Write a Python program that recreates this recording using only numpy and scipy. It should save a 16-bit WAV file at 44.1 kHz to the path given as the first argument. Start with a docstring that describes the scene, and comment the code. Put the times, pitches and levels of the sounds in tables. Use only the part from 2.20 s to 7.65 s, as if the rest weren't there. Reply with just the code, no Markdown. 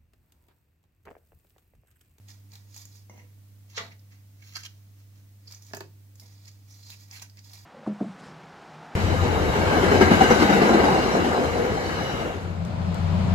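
"""Dry bark is bedded by hand into moss and leaf litter, which crackles, grates and fizzes under each push.
The plastic tub stands just ahead of a stereo microphone in a small tiled room; its wall is brushed by the hand.
A piece clacks and scrapes off a pile further off to the side, lands with two hollow knocks and is worked in.
Dry stalks tick. Shaped click noise makes the litter and scrapes, ringing modes make the knocks,
and a steady mains hum runs underneath with the rumble and hiss of the room."""
import sys
import numpy as np
from scipy import signal
from scipy.fft import rfft, irfft
from scipy.io import wavfile
from scipy.ndimage import uniform_filter1d

SR = 44100
rng = np.random.default_rng(int(sys.argv[2]) if len(sys.argv) > 2 else 0)


def waveform_to_disk(signal):
    """Save audio, clipped to [-1, 1], as 16-bit WAV at the path in sys.argv[1]."""
    frames = np.transpose(np.atleast_2d(signal))
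    scaled = np.clip(frames, -1, 1) * 32767
    samples = np.round(scaled).astype(np.int16)
    wavfile.write(sys.argv[1], SR, samples)


N = 240433
TIME = np.arange(N) / SR


def amp(db):
    """Decibels to gain."""
    return 10 ** (np.asarray(db) / 20)


def unit(x):
    """Scales to an rms of one."""
    return x / np.sqrt(np.mean(x ** 2) + 1e-20)


def read(points, hz):
    """Reads a table over frequency, joined on a log-frequency axis."""
    f, value = np.transpose(points)
    return np.interp(np.log(hz + 1), np.log(f + 1), value)


def add(mix, s, sound):
    """Mixes a sound in at s seconds."""
    part = mix[max(round(s * SR), 0):][:len(sound)]
    part += sound[:len(part)]


def pan(left_db):
    """Gains of the two channels for a left-minus-right level."""
    return amp([[left_db / 2], [-left_db / 2]])


def wander(size):
    """Smooth random drift that changes over about size samples."""
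    once = uniform_filter1d(rng.standard_normal(N), size=size)
    return unit(uniform_filter1d(once, size=size))


def swell(t, s, rise_s, fall_s):
    """The shape of every stroke: force grows up to the moment s, then relaxes."""
    return np.exp(-np.minimum(np.maximum((s - t) / rise_s, (t - s) / fall_s), 20))


def strokes(rows):
    """Power over time of each stroke in a table."""
    return np.array([(amp(db) * swell(TIME, s, rise_s, fall_s)) ** 2
                     for s, db, rise_s, fall_s, *_ in rows])


def colour(x, points, size=2048):
    """Causal minimum-phase filter of unit energy with the given spectrum."""
    log_gain = np.log(amp(read(points, abs(np.fft.fftfreq(size, 1 / SR)))))
    minimum_phase = np.exp(np.conj(signal.hilbert(log_gain)))
    taps = np.fft.ifft(minimum_phase).real[:size // 2]
    return signal.oaconvolve(x, taps / np.linalg.norm(taps))[:len(x)]


def resonate(x, hz, width_hz):
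    """A resonance of gain one that follows the pitch curve hz: shift to zero, smooth, shift back."""
    turn = np.exp(2j * np.pi * np.cumsum(hz * np.ones(len(x))) / SR)
    r = np.exp(-np.pi * width_hz / SR)
    smooth = signal.lfilter([1 - r], [1, -r], x / turn + 1e-18)
    return 2 * (turn * smooth).real


def crackle(per_s, spread_db):
    """Tiny fractures: clicks of uneven size that swell in clumps, as fibres catch and give."""
    clumps_db = 3 * wander(size=130)
    uneven_db = spread_db * np.minimum(rng.exponential(1, N), 4)
    sizes = amp(uneven_db + clumps_db) * rng.choice([-1, 1], N)
    clicks = sizes * (rng.random(N) < per_s / SR)
    return clicks / np.sqrt(abs(uniform_filter1d(clicks ** 2, size=1400)) + 1e-3)  # evens the slow level


def contact(length_s, size=4096):
    """A rough touch: a short decaying run of tiny impacts with an even spectrum and unit energy."""
    z = rfft(rng.standard_normal(size) * np.exp(-TIME[:size] / length_s))
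    power = uniform_filter1d(abs(z) ** 2, size=15)
    return irfft(z / np.sqrt(power + 1e-12)) * signal.windows.tukey(2 * size, .5)[size:]


def struck(blows, modes, crack_db, crack, grating):
    """Each blow rings the modes of a body, while crumbs at the contact crunch more broadly and grate on it."""
    force, crumbs, t = np.zeros(N), np.zeros(N), TIME[:SR // 2]
    for s, db, length_s in blows:
        add(force, s, amp([db]))
        add(crumbs, s, amp(db) * contact(length_s))
    ring = sum(amp(db - 60 * t / t60) * np.sin(2 * np.pi * hz * t) for hz, db, t60 in modes)
    drive = (1 - grating) * force + grating * crumbs
    sound = signal.oaconvolve(drive, ring / 3)[:N] + amp(crack_db) * colour(crumbs, crack)
    return signal.lfilter(*signal.butter(2, 115, "high", fs=SR), sound)  # little bass sounds below about 115 Hz


# likeness of the two microphone channels in diffuse sound: f/Hz, correlation
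CHANNEL_LIKENESS = [(30, 0.31), (100, 0.37), (300, 0.57), (600, 0.35), (1300, 0.0028), (16000, 0)]


def diffuse(pair):
    """Makes two unrelated signals alike in the bass, as sound from all sides is at the microphone."""
    a, b = rfft(pair)
    c = np.clip(read(CHANNEL_LIKENESS, np.fft.rfftfreq(pair.shape[1], 1 / SR)), -1, 1)
    return irfft(np.array([a, c * a + np.sqrt(1 - c ** 2) * b]), pair.shape[1])


# decay of the tiled room: f/Hz, t60/s
ROOM_DECAY = [(150, 0.64), (500, 0.26), (2000, 0.21), (5000, 0.26), (14000, 0.11)]


def place(x, lead_ms, left_db, near_db, room_db, near_t60=0.044):
    """Direct sound at the microphone, quick echoes from the tub and tiles, and the tail of the room."""
    t = TIME[:SR // 2]
    direct = np.array([np.sinc(SR * t - 16 - side * lead_ms * SR / 2000) for side in (-1, 1)])
    near = diffuse(rng.standard_normal((2, len(t)))) * amp(-60 * t / near_t60) * (t > .001)
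    hz, at, z = signal.stft(diffuse(rng.standard_normal((2, len(t)))), SR, nperseg=256)
    decaying = z * amp(-60 * at / read(ROOM_DECAY, hz)[:, None])
    tail = signal.istft(decaying, SR, nperseg=256)[1][:, :len(t)]
    tail = tail * np.minimum(t / 0.013, 1) ** 2  # the tail builds up before it decays
    response = direct + amp(near_db) * near / np.linalg.norm(near[0])
    response = response + amp(room_db) * tail / np.linalg.norm(tail[0])
    z = rfft(response)
    # echoes ripple the spectrum but keep its broad shape
    response = irfft(z / np.sqrt(uniform_filter1d(abs(z) ** 2, size=250)))
    response = response * np.clip(4 - 10 * t, 0, 1)
    # the first 16 samples only made space for the lead between channels
    return signal.fftconvolve(x[None], response * pan(left_db), axes=1)[:, 16:N + 16]


# mains hum before panning: f/Hz, level/dB rms
HUM_TONES = [(100, -51), (200, -71.5), (300, -99.5), (400, -106.5)]
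# spectrum of the low room rumble: f/Hz, relative level/dB
RUMBLE_SPECTRUM = [(20, -15.5), (45, -8.5), (75, -2), (120, 0), (155, -1), (230, -11), (290, -2),
                   (380, -24.5), (700, -34)]
# spectrum of the room air: f/Hz, relative level/dB per Hz
AIR_SPECTRUM = [(190, -36), (330, -8.5), (486, -5.5), (553, -9), (609, -8), (896, -11.5), (1790, -13.5),
                (1940, -11.5), (2140, -13), (3000, -14), (6710, -14), (9720, -17), (15500, -10.5)]


def room_noise(spectrum):
    """Diffuse noise of the room, from all sides of the microphone, at an rms of one."""
    sides = [colour(side, spectrum, size=8192) for side in rng.standard_normal((2, N))]
    return unit(diffuse(np.array(sides)))


def background(rumble_db=-64.5, air_db=-63.5, hum_left_db=-1.55, air_left_db=-1.0, waver=0.022):
    """Steady mains hum, wavering slightly, over the low rumble and hiss of the room."""
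    drift = unit(sum(np.sin(2 * np.pi * (f * TIME + rng.random())) / np.sqrt(f)
                     for f in np.geomspace(.3, 9, num=16)))
    tones = sum(amp(db) * np.sqrt(2) * np.cos(2 * np.pi * hz * TIME) for hz, db in HUM_TONES)
    low = (1 + waver * drift) * tones + amp(rumble_db) * room_noise(RUMBLE_SPECTRUM)
    return low * pan(hum_left_db) + amp(air_db) * room_noise(AIR_SPECTRUM) * pan(air_left_db)


# the hand brushes the tub wall: t/s, relative level/dB, contact decay/s
WALL_BRUSHES = [(.897, -43.5, 0.0017), (.938, -51, 0.004), (.957, -54, 0.018), (.979, -49, .01),
                (1.003, -56.5, 0.02), (4.02, -53.5, 0.0099)]
# modes of the plastic wall: f/Hz, relative level/dB, t60/s
WALL_MODES = [(244, -2, 0.13), (390, -16, 0.14), (491, 0, 0.12), (619, 1, 0.067), (975, 2.5, 0.057),
              (1960, -4, .05), (2110, 4, 0.054), (2830, -7, 0.095), (6400, 2, 0.0078)]
# crunch of the contact on the wall: f/Hz, relative level/dB
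WALL_CRUNCH = [(40, -12), (250, 9.5), (900, 3), (1500, -10), (3500, -31), (6500, 3), (7300, -41)]


def wall_brushes():
    """The hand grates along the plastic wall and rings its modes."""
    return struck(WALL_BRUSHES, WALL_MODES, crack_db=21, crack=WALL_CRUNCH, grating=0.87)


# single leaves and twigs snap: t/s, relative level/dB, pitch f/Hz, relative crisp treble/dB
STALK_SNAPS = [(0.085, -50, 3400, -3), (.104, -47, 4500, -4), (0.319, -48, 4660, -6),
               (.355, -43.5, 4050, -1), (0.544, -46.5, 4360, 0), (0.564, -38, 7200, -1),
               (.578, -43, 5160, 3), (0.654, -42.5, 6840, 3), (1.794, -57.5, 5060, -12),
               (3.312, -43.5, 4900, 0), (3.323, -40, 5200, 0), (3.347, -43, 6100, -7),
               (3.423, -46, 6300, 2), (3.467, -48, 6250, 7), (3.5343, -36, 5070, -6), (3.548, -35, 4770, 8),
               (3.569, -36.5, 6500, 7), (3.606, -38, 4600, 2.5), (3.956, -48, 6200, 1),
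               (3.9982, -42.5, 5200, 3), (4.256, -48, 5260, -2), (4.279, -45, 4500, -5),
               (4.703, -37.5, 4000, 3), (4.912, -41.5, 5400, -10), (4.997, -44, 3840, -2),
               (5.024, -36.5, 6000, 3), (5.098, -50.5, 4940, -3), (5.172, -49.5, 5030, -1),
               (5.191, -45, 4900, -10), (5.334, -41, 4240, 8)]


def snaps(snap_db=21, length_s=0.0003):
    """A dry stalk breaks with a brief tick around its own pitch."""
    out = np.zeros(N)
    for s, db, hz, crisp_db in STALK_SNAPS:
        ping = [(hz / 16, -26), (hz / 1.7, -20), (hz / 1.16, -9), (hz, 0),
                (min(hz * 1.13, 7350), -8), (7400, -11)]
        fizz = [(8600, crisp_db - 22.5), (13000, crisp_db - 16.0), (16000, crisp_db - 19)]
        add(out, s, amp(db + snap_db) * colour(contact(length_s), ping + fizz))
    return out


# the piece clacks against the pile: t/s, relative level/dB, contact decay/s
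PILE_CLACKS = [(1.5758, -24.5, 0.0021), (1.5788, -21, 0.0025), (1.5865, -42, 0.0053),
               (1.604, -33.5, 0.0052), (1.613, -49, 0.004), (1.634, -48, 0.0029), (1.654, -40, 0.0046)]
# modes of the loose piece of bark: f/Hz, relative level/dB, t60/s
LOOSE_MODES = [(152, -11, 0.2), (234, -15, 0.08), (507, -24, 0.057), (672, -11, 0.16), (944, -8, 0.031),
               (1220, -3, 0.053), (2000, -0.5, 0.053), (2293, 0, 0.042), (3410, -5.5, 0.052),
               (3700, -8, 0.041), (3820, -14, .05), (4450, -8, 0.083), (4600, -16, 0.027),
               (5970, -12, 0.025), (6660, -13, .03)]
# dry crack of the contact on the pile: f/Hz, relative level/dB
PILE_CRUNCH = [(30, -4), (150, -4), (500, -0.5), (1200, 5), (2000, -0.5), (2900, -3.5), (4200, 0.5),
               (5500, -20), (7000, -15), (8200, -32), (15000, -38)]


def clacks():
    """The loose piece hits the pile and rings its modes under a strong dry crack."""
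    return struck(PILE_CLACKS, LOOSE_MODES, crack_db=18.0, crack=PILE_CRUNCH, grating=0.19)


# the piece lands on the bedding: t/s, relative level/dB, contact decay/s
LANDING_KNOCKS = [(3.511, -44.5, 0.0042), (3.5355, -23, 0.0013), (3.5412, -31, 0.001),
                  (3.553, -33.5, 0.0031), (3.571, -31.5, 0.0033), (3.6072, -26, 0.0022),
                  (3.6128, -33.5, 0.0039)]
# modes of the bedded piece with the filled tub under it: f/Hz, relative level/dB, t60/s
BEDDED_MODES = [(152.6, -17, 0.39), (268, -10, 0.077), (409, -2, 0.079), (507, -18, 0.013), (733, 1, 0.036),
                (925, -8.5, 0.047), (1210, -6, 0.015), (1660, 4, 0.016), (1920, -11, 0.018),
                (2540, -11.5, 0.052)]
# dry crack of the contact on the bedding: f/Hz, relative level/dB
BED_CRUNCH = [(40, -15), (150, -2.5), (600, 4), (1700, -4), (3000, -11.5), (7000, -22), (12000, -38)]


def knocks():
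    """The landing piece rings hollow, together with the filled tub under it."""
    return struck(LANDING_KNOCKS, BEDDED_MODES, crack_db=11.0, crack=BED_CRUNCH, grating=0.39)


# fingers slide over the bark: t/s at the peak, relative level/dB, rise/s, fall/s
FINGER_SLIDES = [(1.5, -57, 0.0096, .06), (2.27, -53.5, 0.039, 0.16), (2.4, -51, 0.082, 0.045),
                 (2.8, -65, .04, 0.044), (2.97, -64.5, 0.031, 0.047)]
# spectrum of the slides: f/Hz, relative level/dB
SLIDE_SPECTRUM = [(300, -22), (900, -14.5), (2000, 1.5), (3200, -2), (4900, 1), (5800, 1.5), (7000, 1),
                  (7900, -20), (12000, -9.5)]
# bark drags over bark, and light touches ring near 2.1 kHz, perhaps on the tub: t/s at the peak,
# level/dB before placing, rise/s, fall/s, pitch f/Hz, strength of that pitch/dB, relative crisp treble/dB
SCRAPES_AND_TOUCHES = [(.99, -59, 0.039, 0.05, 2070, 32, -12),
                       (1.575, -28, 0.0083, 0.0093, 3770, 11.5, -13), (1.62, -47, 0.036, 0.041, 780, 29, 4),
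                       (1.714, -50, 0.0027, .014, 2040, 20, -21), (1.919, -59.5, 0.01, 0.045, 2040, 9, -30),
                       (2.226, -54, 0.0084, 0.0073, 2240, 26, 1),
                       (2.356, -35, 0.0037, 0.012, 4670, 13, -15),
                       (2.365, -33.5, 0.0073, 0.006, 1360, 13, 3), (2.403, -53, 0.0075, 0.0049, 5240, 3, 9),
                       (2.433, -43.5, .003, 0.01, 4900, 10, 1), (2.452, -39.5, 0.005, 0.0048, 2940, 15, 2),
                       (2.462, -38.5, 0.0042, 0.0022, 3160, 15, 4.5),
                       (3.275, -48, 0.0058, 0.021, 4930, 27, -6), (4.284, -55.5, 0.014, .01, 2200, 13, 0),
                       (4.51, -53.5, 0.015, 0.039, 5800, 26, 11), (4.69, -54, 0.089, 0.01, 4300, 24, -2),
                       (4.735, -46.5, 0.013, 0.0086, 2430, 17, 10), (4.919, -52, 0.002, 0.094, 2400, 22, 5),
                       (4.965, -46, 0.02, 0.019, 4000, 10, 7), (5.023, -38.5, 0.0034, 0.006, 890, 14.5, 8),
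                       (5.185, -52, 0.0096, 0.0062, 2130, 22, -8)]
# spectrum of the scrapes and touches: f/Hz, relative level/dB
SCRAPE_SPECTRUM = [(200, -8), (500, -17.5), (750, -11), (1300, -4), (1800, 1.5), (2700, 0), (3600, -1.5),
                   (4600, 4.5), (5600, 3.5), (7100, 2), (8300, -15.5), (12000, -9), (15500, -21)]


def scrapes_and_touches(slide_db=-1, width_hz=450):
    """Bark drags over bark, and light touches ring near 2.1 kHz, perhaps on the tub: clicks rung at a pitch."""
    grains = crackle(per_s=6300, spread_db=1.5)
    slide_force = np.sqrt(strokes(FINGER_SLIDES).sum(axis=0))
    out = amp(slide_db) * colour(grains * slide_force, SLIDE_SPECTRUM)
    for s, db, rise_s, fall_s, hz, ring_db, crisp_db in SCRAPES_AND_TOUCHES:
        near = abs(TIME - s) < .15
        t, rough = TIME[near], grains[near]
        rung = rough + (amp(ring_db) - 1) * resonate(rough, hz, width_hz)
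        spectrum = [(f, level + crisp_db * (f > 7800)) for f, level in SCRAPE_SPECTRUM]
        rung = colour(rung, spectrum)
        add(out, t[0], amp(db) * unit(rung) * swell(t, s, rise_s, fall_s))
    return out


# the hand pushes into the litter, which tightens and then settles: t/s at the peak, relative level/dB,
# rise/s, fall/s, central pitch of the crackle f/Hz, share of woody grating/dB, share of crisp fizz/dB
LITTER_PUSHES = [(0.091, -52, 0.01, 0.041, 5750, -4.5, -10), (.334, -56.5, 0.017, 0.052, 4770, -1.5, -7),
                 (.575, -49, 0.041, 0.052, 6600, -10, -6), (.622, -51, 0.024, 0.013, 5700, -13, -8),
                 (.76, -57, 0.086, .042, 5530, -10.5, -6), (3.326, -53, 0.038, 0.046, 5000, -4, -7.5),
                 (3.426, -58.5, .012, .09, 5900, -21, -7), (3.49, -57, 0.041, 0.034, 4800, -6.5, -7),
                 (4.001, -58, 0.014, 0.044, 5000, -22, 0), (4.045, -60.5, 0.035, 0.25, 5200, -7, -12),
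                 (4.279, -54.5, 0.033, 0.032, 5200, -9.5, -12), (4.5, -59.5, 0.022, 0.19, 6200, -8.5, -4),
                 (4.711, -50.5, 0.083, 0.046, 4800, -9.5, -9), (4.816, -54.5, 0.036, 0.04, 4770, -10, -6),
                 (4.926, -50.5, 0.023, 0.064, 5300, -3, -7),
                 (5.022, -50.5, 0.0095, 0.018, 6000, -1.5, -4.5),
                 (5.188, -60, 0.025, 0.0081, 4670, -9, -20), (5.245, -54.5, 0.0092, 0.086, 5260, -11, -9),
                 (5.344, -52, 0.048, 0.083, 4930, -4.5, -7)]
# spectrum of the crackling leaves: f/Hz, relative level/dB
LEAF_SPECTRUM = [(1500, -21.5), (2600, -18), (3600, -4.5), (4800, 1), (5900, -3.5), (6900, -0.5),
                 (7500, -3.5), (8400, -23), (11000, -32)]
# spectrum of the woody grating: f/Hz, relative level/dB
GRATE_SPECTRUM = [(150, -27), (400, -5.5), (700, 0), (1050, 1.5), (1400, -1), (2150, 5.5), (2800, -3.5),
                  (4000, -9)]
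# spectrum of the crisp fizz: f/Hz, relative level/dB
FIZZ_SPECTRUM = [(6500, -22.5), (8200, -6), (10000, 3.5), (12500, 9), (15500, -3)]


def litter(fizz_db=-1, focus=0.81, width_hz=800):
    """Pressed leaves crackle around the pitch of each push; bark grates on them and the driest edges fizz."""
    leaves = crackle(per_s=3400, spread_db=2.0)
    grit = crackle(per_s=1800, spread_db=4.5)
    power = strokes(LITTER_PUSHES)
    total = power.sum(axis=0)
    *_, pitch_hz, woody_db, crisp_db = np.transpose(LITTER_PUSHES)
    stray = np.exp(.13 * wander(size=400))
    hz = pitch_hz @ power / total / stray  # the strongest push weighs most; the pitch strays around it
    pitched = colour(leaves + focus * resonate(leaves, hz, width_hz), LEAF_SPECTRUM)
    body = unit(pitched) * np.sqrt(total)
    grate = colour(grit * np.sqrt(amp(woody_db) ** 2 @ power), GRATE_SPECTRUM)
    fizz = amp(fizz_db) * colour(leaves * np.sqrt(amp(crisp_db) ** 2 @ power), FIZZ_SPECTRUM)
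    return body + grate + fizz


def scene():
    """The tub is just ahead of the microphone, the pile of bark further off to the side."""
    touches = scrapes_and_touches()
    return (background()
            + place(wall_brushes(), lead_ms=0.1, left_db=-0.5, near_db=-4, room_db=-3.5)
            + place(snaps(), lead_ms=-.05, left_db=-2, near_db=-1, room_db=-8, near_t60=.035)
            + place(clacks(), lead_ms=0.35, left_db=-1, near_db=2.5, room_db=0.5)
            + place(knocks(), lead_ms=-0.15, left_db=-2.0, near_db=-2.5, room_db=-10)
            + place(touches, lead_ms=0.27, left_db=-3.5, near_db=9, room_db=-4.5, near_t60=0.028)
            + place(litter(), lead_ms=0, left_db=-4.5, near_db=9.0, room_db=-6.5))


def record(dry, edge_hz=15850):
    """The band limit of the recorder: a steep low-pass at edge_hz."""
    low_pass = signal.firwin(801, edge_hz, window=("kaiser", 9), fs=SR)
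    return signal.oaconvolve(dry, low_pass[None], "same")


dry = scene()
out = record(dry)
waveform_to_disk(out)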